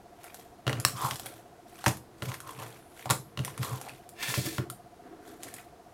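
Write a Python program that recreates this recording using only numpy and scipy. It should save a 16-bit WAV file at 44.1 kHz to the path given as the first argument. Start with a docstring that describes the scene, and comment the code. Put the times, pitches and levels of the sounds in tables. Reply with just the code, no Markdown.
"""Kneading slime in a plastic cup

A hand kneads sticky slime in a cup on a table, lifts it out, slides the cup away and presses the slime
on the tabletop. Trapped air pops, cracks and squelches, fine threads crackle as they tear, and the
stretching slime gives a thin squeak. The cup knocks and scrapes, and each push thumps the table.
Behind it a small room hums, with a faint, evenly repeating chirp like that of a turning fan."""
import sys
import numpy as np
from scipy import signal
from scipy.fft import rfft, irfft
from scipy.io import wavfile
from scipy.ndimage import uniform_filter1d

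SR = 44100
rng = np.random.default_rng(int(sys.argv[2]) if len(sys.argv) > 2 else 0)


def generate_wav(signal):
    """Clip the signal to [-1, 1] and save it as 16-bit WAV at the path in sys.argv[1]."""
    frames = np.transpose(np.atleast_2d(signal))
    scaled = np.clip(frames, -1, 1) * 32767
    pcm = np.round(scaled).astype(np.int16)
    wavfile.write(sys.argv[1], SR, pcm)


N = 261513
TIME = np.arange(N) / SR

# Levels in the tables are relative; each layer sets its own trim.
# room tone: freq_hz, level_db
HISS_SPECTRUM = [(15, -46.5), (25, -11.5), (117, -8), (270, -8.5), (317, -11), (463, -6), (516, -13),
                 (624, -9.5), (714, -9), (887, -13.5), (2610, -27.5), (4140, -29), (8140, -33),
                 (11600, -33.5), (16000, -42)]
# the chirp fades and returns: time_s, level_db
CHIRP_FADER = [(1.85, -48), (2.05, -63), (2.6, -56), (2.9, -52.5), (3.25, -56.5), (4.0, -47)]
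# the hand squeezes or stretches the slime: peak_s, rise_s, fall_s, threads_db, bubbles_db, drag_db
KNEADS = [(0.262, .1, .08, -56, -52, -65), (0.38, .08, .14, -58, -61, -62), (0.78, .1, .12, -58, -48, -43),
          (0.87, .03, .08, -48, -45, -49), (1.045, .11, .15, -37.5, -44, -42),
          (1.26, .05, .19, -54, -56, -48), (1.79, .14, .12, -54, -54, -63),
          (2.305, .11, .1, -47, -47.5, -47), (2.49, .08, .1, -55, -55, -56),
          (2.615, .11, .21, -50, -48.5, -47), (2.99, .08, .12, -53.5, -52, -64),
          (3.47, .07, .15, -55, -51, -49), (3.65, .08, .22, -44, -47.5, -41.5),
          (3.9, .12, .16, -58.5, -54, -57), (5.27, .06, .2, -58, -63, -61), (5.46, .07, .1, -52, -50, -50),
          (5.58, .06, .11, -59, -56, -64)]
# the slime slaps down or comes unstuck: peak_s, drag_db, spray_db
SLAPS = [(0.678, -28.5, -54), (1.872, -30, -39), (2.228, -45, -51), (3.108, -29.5, -45), (3.39, -44, -57),
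         (4.59, -42, -62)]
# bright tearing threads: freq_hz, level_db
THREAD_SPECTRUM = [(1760, -28.5), (3000, -7), (3330, -2.5), (4470, -5.5), (4900, -7), (5290, -6.5),
                   (9330, -5), (14100, -7), (16000, -21)]
# small wet bubbles: freq_hz, level_db
BUBBLE_SPECTRUM = [(200, -7), (600, -7), (1400, 1.5), (2600, 0), (3600, -9.5), (5500, -20)]
# dull friction on the table: freq_hz, level_db
DRAG_SPECTRUM = [(40, -46), (75, -24), (130, -11), (210, -3), (350, 1), (600, -1.5), (850, -8),
                 (1500, -10.5), (3000, -41)]
# air pockets burst: start_s, snap_db, pocket_vs_snap_db, pocket_hz, snap_hz
POPS = [(0.2408, -31.5, -14, 720, 11700), (0.3432, -30, -14, 703, 8700), (0.6943, -24, 0, 1880, 2930),
        (0.799, -21, -34, 1870, 7450), (0.8815, -22, -32, 1200, 7770), (1.1093, -18, -20, 969, 2740),
        (1.1568, -25.5, -22, 710, 6700), (1.1957, -25, -18, 700, 10600), (1.259, -25, -12, 703, 10500),
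        (1.8405, -23.5, -9, 786, 3550), (1.861, -10, -16, 2150, 2400), (1.8643, -14.5, -2.5, 905, 2460),
        (1.8797, -15, -13, 715, 5500), (1.9697, -31, -19, 1120, 11200), (2.3411, -27.5, -16, 1040, 2700),
        (2.4023, -31, -7, 1400, 9800), (2.4912, -33.5, -3, 990, 2590), (3.0563, -28, -2.5, 700, 2410),
        (3.0925, -24, -21, 1080, 2400), (3.0998, -14, -10.5, 950, 4200), (3.1066, -8, -12, 1060, 5500),
        (3.4478, -20.5, -12, 1860, 11400), (3.4784, -30.5, -3, 996, 2670), (3.5765, -29, -9, 1170, 2580),
        (3.6296, -22, -13, 1220, 3360), (3.8125, -27, -12.5, 816, 7710), (3.8931, -34, 3, 2520, 2850),
        (4.09, -33.5, -31, 783, 12000), (4.6991, -23, -10, 1310, 10100), (5.4321, -25, -24, 744, 7340),
        (5.5394, -26.5, -20, 754, 8000)]
# a slime film breaking: freq_hz, level_db
SNAP_SPECTRUM = [(400, -21), (1100, 2.5), (1800, 0.5), (2700, -4.5), (4000, -5), (5400, -6.5), (6500, -6),
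                 (8000, -2.5), (10500, -1.5), (14500, -6), (17000, -20.5)]
# the hand knocks the cup, each spot favouring one band: start_s, level_db, centre_hz
KNOCKS = [(0.6662, -22.5, 2610), (0.6767, -19, 2780), (0.7279, -22, 2730), (2.2209, -25, 2280),
          (2.3164, -28, 1830), (3.3728, -26, 2970), (3.3899, -25.5, 2970), (4.3395, -18.5, 1830),
          (4.5806, -22.5, 1650)]
# the cup damped by slime and fingers: pitch_hz, width_hz, level_db
FULL_CUP_MODES = [(1100, 120, 7.5), (1410, 39, 6), (1860, 310, -2), (2820, 180, 0), (3700, 73, -7),
                  (4050, 85, -16), (5740, 370, -23.5), (6300, 150, -18)]
# cup or slime is pushed onto the table: start_s, level_db, rise_s
THUMPS = [(0.667, -23.5, 0.0016), (0.728, -25, .003), (0.763, -26, 0.021), (0.85, -27, 0.0015),
          (0.923, -30, 0.019), (1.036, -26, 0.0074), (1.112, -32, 0.0026), (1.867, -15.5, 0.0013),
          (2.221, -26.5, .002), (2.26, -26, 0.018), (2.569, -38, 0.011), (3.059, -32.5, 0.0033),
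          (3.106, -22.5, 0.0032), (3.376, -29.5, 0.0016), (3.39, -20.5, 0.0068), (3.583, -22, 0.018),
          (3.702, -25.5, 0.028), (4.275, -31, 0.013), (4.374, -19, 0.0023), (4.453, -29.5, 0.0024),
          (4.583, -20, 0.0027), (4.699, -38.5, 0.0044)]
# the ring of the tabletop, strongest mode first: pitch_hz, level_db, t60_s
TABLE_MODES = [(127, -3.3, .145), (95, -14.5, 0.14), (186.5, -9, .13), (262, -13, 0.1), (310, -9, .08),
               (417, -18.5, 0.096), (590, -11, 0.08)]
# the ring of one large bursting bubble: pitch_hz, width_hz, level_db
CRACK_MODES = [(1220, 250, 4), (1750, 400, 0), (2700, 500, -6), (4150, 600, 0), (5350, 400, 2),
               (7700, 700, 0), (8600, 700, -7)]
# air squeezed through a fold: peak_s, rise_s, fall_s, level_db, pitch_hz
SQUELCHES = [(1.05, .1, .09, -30, 1010), (1.895, .02, .06, -39, 905), (2.31, .05, .06, -47, 1060),
             (2.48, .08, .09, -46, 1090), (2.615, .05, .1, -45, 950), (3.062, .008, .04, -39, 930),
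             (3.109, .012, .028, -24, 1080), (3.15, .02, .06, -47, 1000), (3.64, .025, .13, -40, 1110),
             (3.725, .03, .08, -42, 1020), (3.875, .06, .05, -48, 770)]
# the stretching slime squeaks: time_s, level_db, slips_per_s
SQUEAK_CURVE = [(2.75, -75.5, 1400), (2.82, -68, 1270), (2.96, -68, 1392), (3.1, -72, 2300),
                (3.21, -60, 1400), (3.27, -69, 1500), (3.35, -80, 1240)]
# the empty cup, ringing more freely: pitch_hz, width_hz, level_db
EMPTY_CUP_MODES = [(1000, 300, -1), (1470, 120, -1), (1780, 90, 12), (2080, 50, 8), (2340, 130, 9),
                   (2620, 130, 7), (3370, 460, 0), (4350, 100, -7), (5170, 47, -12), (8300, 200, -19),
                   (9300, 52, -23), (10600, 54, -19), (11000, 85, -25)]
# plastic hissing over the table: freq_hz, level_db
SCRAPE_SPECTRUM = [(1200, -12), (2500, -1.5), (4000, 3.5), (6500, 1), (10000, -0.5), (14000, -3),
                   (17000, -14)]
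# the sliding cup catches: peak_s, boost_db
JUDDERS = [(4.228, 4), (4.295, 3), (4.465, 5)]
# cup or hand rubs the tabletop: peak_s, rise_s, fall_s, level_db
RUBS = [(4.39, .03, .07, -47), (4.465, .04, .1, -39), (4.605, .025, .07, -37), (5.06, .07, .2, -50),
        (5.3, .16, .12, -48), (5.46, .06, .08, -51)]
# the room's reverb by band: freq_hz, t60_s, level_db
REVERB_BANDS = [(100, 0.75, -2), (300, 0.21, 3.5), (900, .24, -4.5), (2010, 0.19, -3), (5000, .24, 0),
                (13000, .22, 1.5)]


def amp(db):
    """Decibels to gain."""
    return 10 ** (np.asarray(db) / 20)


def unit(x):
    """Scales to rms 1."""
    return x / np.sqrt(np.mean(x ** 2) + 1e-20)


def curve_at(points, hz):
    """Reads a curve on a log-frequency axis."""
    freqs, values = np.transpose(points)
    return np.interp(np.log(hz + 1), np.log(freqs), values)


def add(mix, start_s, sound):
    """Drops a sound into the mix."""
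    part = mix[max(round(start_s * SR), 0):][:len(sound)]
    part += sound[:len(part)]


def colour(x, spectrum, size=4096):
    """Minimum-phase EQ with the given spectrum."""
    log_gain = np.log(amp(curve_at(spectrum, abs(np.fft.fftfreq(size, 1 / SR)))))
    taps = np.fft.ifft(np.exp(signal.hilbert(log_gain).conj())).real
    return signal.fftconvolve(x, taps[:size // 2])[:len(x)]


def resonate(x, hz, width_hz):
    """A resonance of gain 1 whose pitch may move."""
    carrier = np.exp(2j * np.pi * np.cumsum(hz * np.ones(len(x))) / SR)
    pole = np.exp(-np.pi * width_hz / SR)
    return 2 * (carrier * signal.lfilter([1 - pole], [1, -pole], x / carrier + 1e-18)).real


def band(x, hz, width_hz):
    """Two resonances in series for steeper skirts; rms 1."""
    return unit(resonate(resonate(x, hz, width_hz), hz, width_hz))


def wander(seconds):
    """A smooth random drift of rms 1."""
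    size = max(round(seconds * SR), 1)
    return unit(uniform_filter1d(uniform_filter1d(rng.standard_normal(N), size), size))


def swell(peak_s, rise_s, fall_s, db=0, roundness=1.3):
    """Envelope of one gesture: climbs 20 dB in rise_s, tops out at db, sinks 20 dB in fall_s."""
    t = TIME[::32]
    away = np.maximum((peak_s - t) / rise_s, (t - peak_s) / fall_s)
    return np.interp(TIME, t, amp(db - 20 * np.minimum(away ** roundness, 10)))


def clicks(per_s, spread_db):
    """A random train of clicks, most small and a few large."""
    size = amp(spread_db * np.minimum(rng.exponential(1, N), 4))
    return size * rng.choice([-1, 1], N) * (rng.random(N) < per_s / SR)


def blip(t, hz, cycles, glide):
    """A bubble rings for a few cycles with rising pitch."""
    age = t * hz / cycles
    return np.sin(2 * np.pi * hz * t * (1 + glide * np.tanh(age))) * np.exp(-age)


def grains(low_hz, high_hz, per_s, spread_db, cycles, glide, sizes=24):
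    """A cloud of tiny blips of many sizes."""
    t, out = np.arange(SR // 50) / SR, np.zeros(N)
    for hz in np.geomspace(low_hz, high_hz, sizes):
        out += hz * signal.oaconvolve(clicks(per_s / sizes, spread_db), blip(t, hz, cycles, glide))[:N]
    return unit(out)


def strike(modes, rattle_s):
    """A brief rough blow, even in spectrum, rings a set of modes; peak 1."""
    t = np.arange(SR // 16) / SR
    rough = rfft(rng.choice([-1, 1], len(t)) * t * np.exp(-t / rattle_s))
    blow = irfft(rough / abs(rough), len(t)) * np.exp(-t / (10 * rattle_s))
    ring = sum(amp(db) * resonate(blow, hz, width) for hz, width, db in modes)
    return ring / abs(ring).max()


def kneading(layer, follow=1):
    """One layer's envelope over all kneads; follow below 1 broadens the swells."""
    column = 3 + ["threads", "bubbles", "drag"].index(layer)
    return sum(amp(row[column]) * swell(*row[:3]) ** follow for row in KNEADS)


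def slapping(layer, rise_s=.013, fall_s=.075):
    """One layer's envelope over all slaps, a quick swell each."""
    column = 1 + ["drag", "spray"].index(layer)
    return sum(swell(row[0], rise_s, fall_s, row[column]) for row in SLAPS)


def room_tone(chirps_per_s=14.985, chirp_hz=706, sweep_hz=22, chirp_s=.011, lead_s=.0036):
    """The bed: hiss, a soft drone and a short rising chirp that repeats like a turning fan."""
    from_peak_s = (((TIME + lead_s) * chirps_per_s + .5) % 1 - .5) / chirps_per_s
    pitch = chirp_hz + sweep_hz * np.tanh(from_peak_s / chirp_s)
    chirp = np.sin(2 * np.pi * np.cumsum(pitch) / SR) * np.exp(-(from_peak_s / chirp_s) ** 2)
    fader = amp(np.interp(TIME, *np.transpose(CHIRP_FADER)))
    drone = band(rng.standard_normal(N), hz=338, width_hz=60)
    hiss = unit(colour(rng.standard_normal(N), HISS_SPECTRUM))
    return fader * chirp + amp(-63) * drone + amp(-56) * hiss


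def crackle(bubbles_db=-1, clump_db=3.5):
    """Sticky threads tear in clumps of fine ticks while small bubbles burst lower down."""
    ticks = grains(2700, 17000, per_s=2600, spread_db=2.3, cycles=3.2, glide=.063)
    blips = grains(550, 4000, per_s=1200, spread_db=2.4, cycles=3.6, glide=.12)
    clumps = unit(amp(clump_db * wander(seconds=.006)))
    spray = slapping("spray")
    threads = unit(colour(ticks, THREAD_SPECTRUM)) * (kneading("threads") + spray)
    bubbles = unit(colour(blips, BUBBLE_SPECTRUM)) * (kneading("bubbles") + spray)
    return clumps * (threads + amp(bubbles_db) * bubbles)


def drag(rub_db=-4, boom_db=-7):
    """The soft mass sticks and slips with a dull rub that keeps the table booming."""
    slips = clicks(per_s=900, spread_db=2)
    boom = band(slips, TABLE_MODES[0][0], width_hz=38)
    force = kneading("drag", follow=.75) + slapping("drag")
    return force * (amp(rub_db) * unit(colour(slips, DRAG_SPECTRUM)) + amp(boom_db) * boom)


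def pops(delay_s=.00099, tear_s=.00036, spray=.087, spray_s=.0076, focus_db=4, pocket_trim_db=6):
    """A film tears with a snap and a spray, and the opened air pocket rings briefly."""
    t, out = np.arange(SR // 25) / SR, np.zeros(N)
    opening = 1 - np.exp(-t / tear_s)
    envelope = opening * (np.exp(-t / tear_s) + spray * np.exp(-t / spray_s))
    for start_s, snap_db, pocket_db, pocket_hz, snap_hz in POPS:
        # the film's size favours one band, and the time it takes to tear dulls the top
        spectrum = [(hz, db - focus_db * abs(np.log2(hz / snap_hz)) - 1.24 * hz * tear_s)
                    for hz, db in SNAP_SPECTRUM]
        snap = colour(rng.choice([-1, 1], len(t)) * envelope, spectrum)
        pocket = amp(pocket_db + pocket_trim_db) * opening * blip(t, pocket_hz, cycles=2.5, glide=.021)
        add(out, start_s + delay_s, amp(snap_db) * (snap / abs(snap).max() + pocket))
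    return out


def cup_knocks(trim_db=1, delay_s=.00082, focus_db=9, grip_width_hz=70, lowpass_hz=7000):
    """Short rattling contacts of a soft hand ring the damped cup."""
    out = np.zeros(N)
    for start_s, level_db, centre_hz in KNOCKS:
        modes = [(hz, width + grip_width_hz, db - focus_db * abs(np.log2(hz / centre_hz)))
                 for hz, width, db in FULL_CUP_MODES]
        add(out, start_s + delay_s, amp(level_db + trim_db) * strike(modes, rattle_s=.0011))
    pole = np.exp(-2 * np.pi * lowpass_hz / SR)
    return signal.lfilter([1 - pole], [1, -pole], out)


def table_thumps(trim_db=2, dulling_per_s=100, low_cut_hz=75):
    """Pushes ring the table; a slow push hardly reaches the upper modes."""
    t, out = np.arange(SR // 2) / SR, np.zeros(N)
    main_hz, _, main_t60 = TABLE_MODES[0]
    for start_s, level_db, rise_s in THUMPS:
        rolloff = dulling_per_s * rise_s
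        ring = sum(amp(db - 60 * t / t60) * np.sin(2 * np.pi * hz * t) / max(hz / main_hz, 1) ** rolloff
                   for hz, db, t60 in TABLE_MODES)
        attack = 1 - np.exp(-(t / rise_s) ** 2)
        makeup_db = 60 * rise_s / main_t60  # offsets the decay during the attack
        add(out, start_s, amp(level_db + makeup_db) * attack * ring)
    # a low cut takes the deepest bass out of the thumps
    low_cut = signal.butter(4, low_cut_hz, "high", fs=SR, output="sos")
    return amp(trim_db) * signal.sosfilt(low_cut, out)


def bubble_crack(start_s=.85, trim_db=-2.6, slapback_s=.0018, slapback_db=-11):
    """One large, taut bubble ruptures at once, and the cup wall throws the crack back."""
    ring = strike(CRACK_MODES, rattle_s=.00028)
    crack = amp(trim_db) * np.tanh(1.2 * ring)  # soft clipping makes it dense and hard
    out = np.zeros(N)
    add(out, start_s, crack)
    add(out, start_s + slapback_s, amp(slapback_db) * crack)
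    return out


def squelches(trim_db=-.5, sag_octaves_per_s=1.5):
    """Air escapes in uneven spurts that ring a fold, whose pitch sinks as it empties."""
    spurts, out = clicks(per_s=1100, spread_db=2.4), np.zeros(N)
    for peak_s, rise_s, fall_s, db, hz in SQUELCHES:
        active = (TIME > peak_s - 2 * rise_s) & (TIME < peak_s + 2 * fall_s)
        pitch = hz * 2 ** (-sag_octaves_per_s * (TIME[active] - peak_s))
        fold = band(spurts[active], pitch, width_hz=340)
        out[active] += swell(peak_s, rise_s, fall_s, db)[active] * fold
    return amp(trim_db) * out


def squeak(trim_db=-.5, waver=.006):
    """Stretching slime slips fast and evenly, heard only in three high harmonics."""
    times, levels_db, slips_per_s = np.transpose(SQUEAK_CURVE)
    slip_rate = np.interp(TIME, times, slips_per_s) * (1 + waver * wander(seconds=.0144))
    phase = 2 * np.pi * np.cumsum(slip_rate) / SR
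    tone = sum(amp(db) * np.sin(harmonic * phase) for harmonic, db in [(7, -2), (8, 0), (9, -6)])
    fader_db = np.interp(TIME, times, levels_db, left=-200, right=-200)
    return amp(fader_db + trim_db) * unit(tone)


def cup_slide(start_s=4.215, stop_s=4.585, fade_s=.055, judder_s=.022, flex=.011, chatter_db=1.8):
    """Chattering slips hiss, rumble the table and ring the empty cup, detuned as fingers flex it."""
    slips = clicks(per_s=12000, spread_db=2.5) * amp(chatter_db * wander(seconds=.0074))
    ring = sum(amp(db) * resonate(slips, hz * (1 + flex * wander(seconds=.039)), width)
               for hz, width, db in EMPTY_CUP_MODES)
    hiss = amp(-2.5) * unit(colour(slips, SCRAPE_SPECTRUM))
    rumble = amp(-14) * unit(colour(slips, DRAG_SPECTRUM))
    outside_s = np.maximum(start_s - TIME, TIME - stop_s)
    gate = amp(-20 * np.clip(outside_s / fade_s, 0, 10))
    judder = amp(sum(db * swell(peak_s, judder_s, judder_s) for peak_s, db in JUDDERS))
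    # the ring leads as the cup sets off; the scrape swells at mid travel
    cup = swell(peak_s=4.26, rise_s=.24, fall_s=.36, db=-36.5) * unit(ring)
    scrape = swell(peak_s=4.35, rise_s=.16, fall_s=.35, db=-36) * (hiss + rumble)
    return gate * judder * (cup + scrape)


def table_rubs(trim_db=-1, rustle_db=-10):
    """Cup and hand rub over the table with a hollow body and a faint, higher rustle."""
    slips = clicks(per_s=1200, spread_db=3.5)
    hollow = band(slips, hz=332, width_hz=130)
    rustle = band(slips, hz=1250, width_hz=900)
    return amp(trim_db) * sum(swell(*row) for row in RUBS) * (hollow + amp(rustle_db) * rustle)


def reverb(send, predelay_s=.003, reflections_per_s=3000):
    """Sparse reflections of a small hard room, each band dying at its own speed."""
    taps = rng.choice([-1, 1], SR // 2) * (rng.random(SR // 2) < reflections_per_s / SR)
    hz, t, bands = signal.stft(taps, SR, nperseg=256)
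    t60, db = (curve_at(np.array(REVERB_BANDS)[:, [0, column]], hz)[:, None] for column in (1, 2))
    tail = signal.istft(bands * amp(db - 60 * t / t60), SR)[1]
    response = np.concatenate([np.zeros(round(predelay_s * SR)), tail / np.linalg.norm(tail)])
    return signal.fftconvolve(send, response)[:N]


def scene():
    """The mono mix: slime, cup and table up close, each bus with a reverb send, over the room tone."""
    snaps = pops() + cup_knocks()
    crack = bubble_crack()
    thumps = table_thumps()
    textures = crackle() + squelches() + drag() + cup_slide() + table_rubs() + squeak()
    send = amp(-4) * snaps + amp(-5.5) * crack + amp(-6) * textures + amp(-13) * thumps
    return (snaps + crack + thumps + textures + reverb(send) + room_tone())[None]


def record(dry):
    """A steep high cut at 16.2 kHz takes off the very top."""
    high_cut = signal.firwin(511, 16200, window=("kaiser", 9), fs=SR)
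    return signal.oaconvolve(dry, high_cut[None], "same")


dry = scene()
out = record(dry)
generate_wav(out)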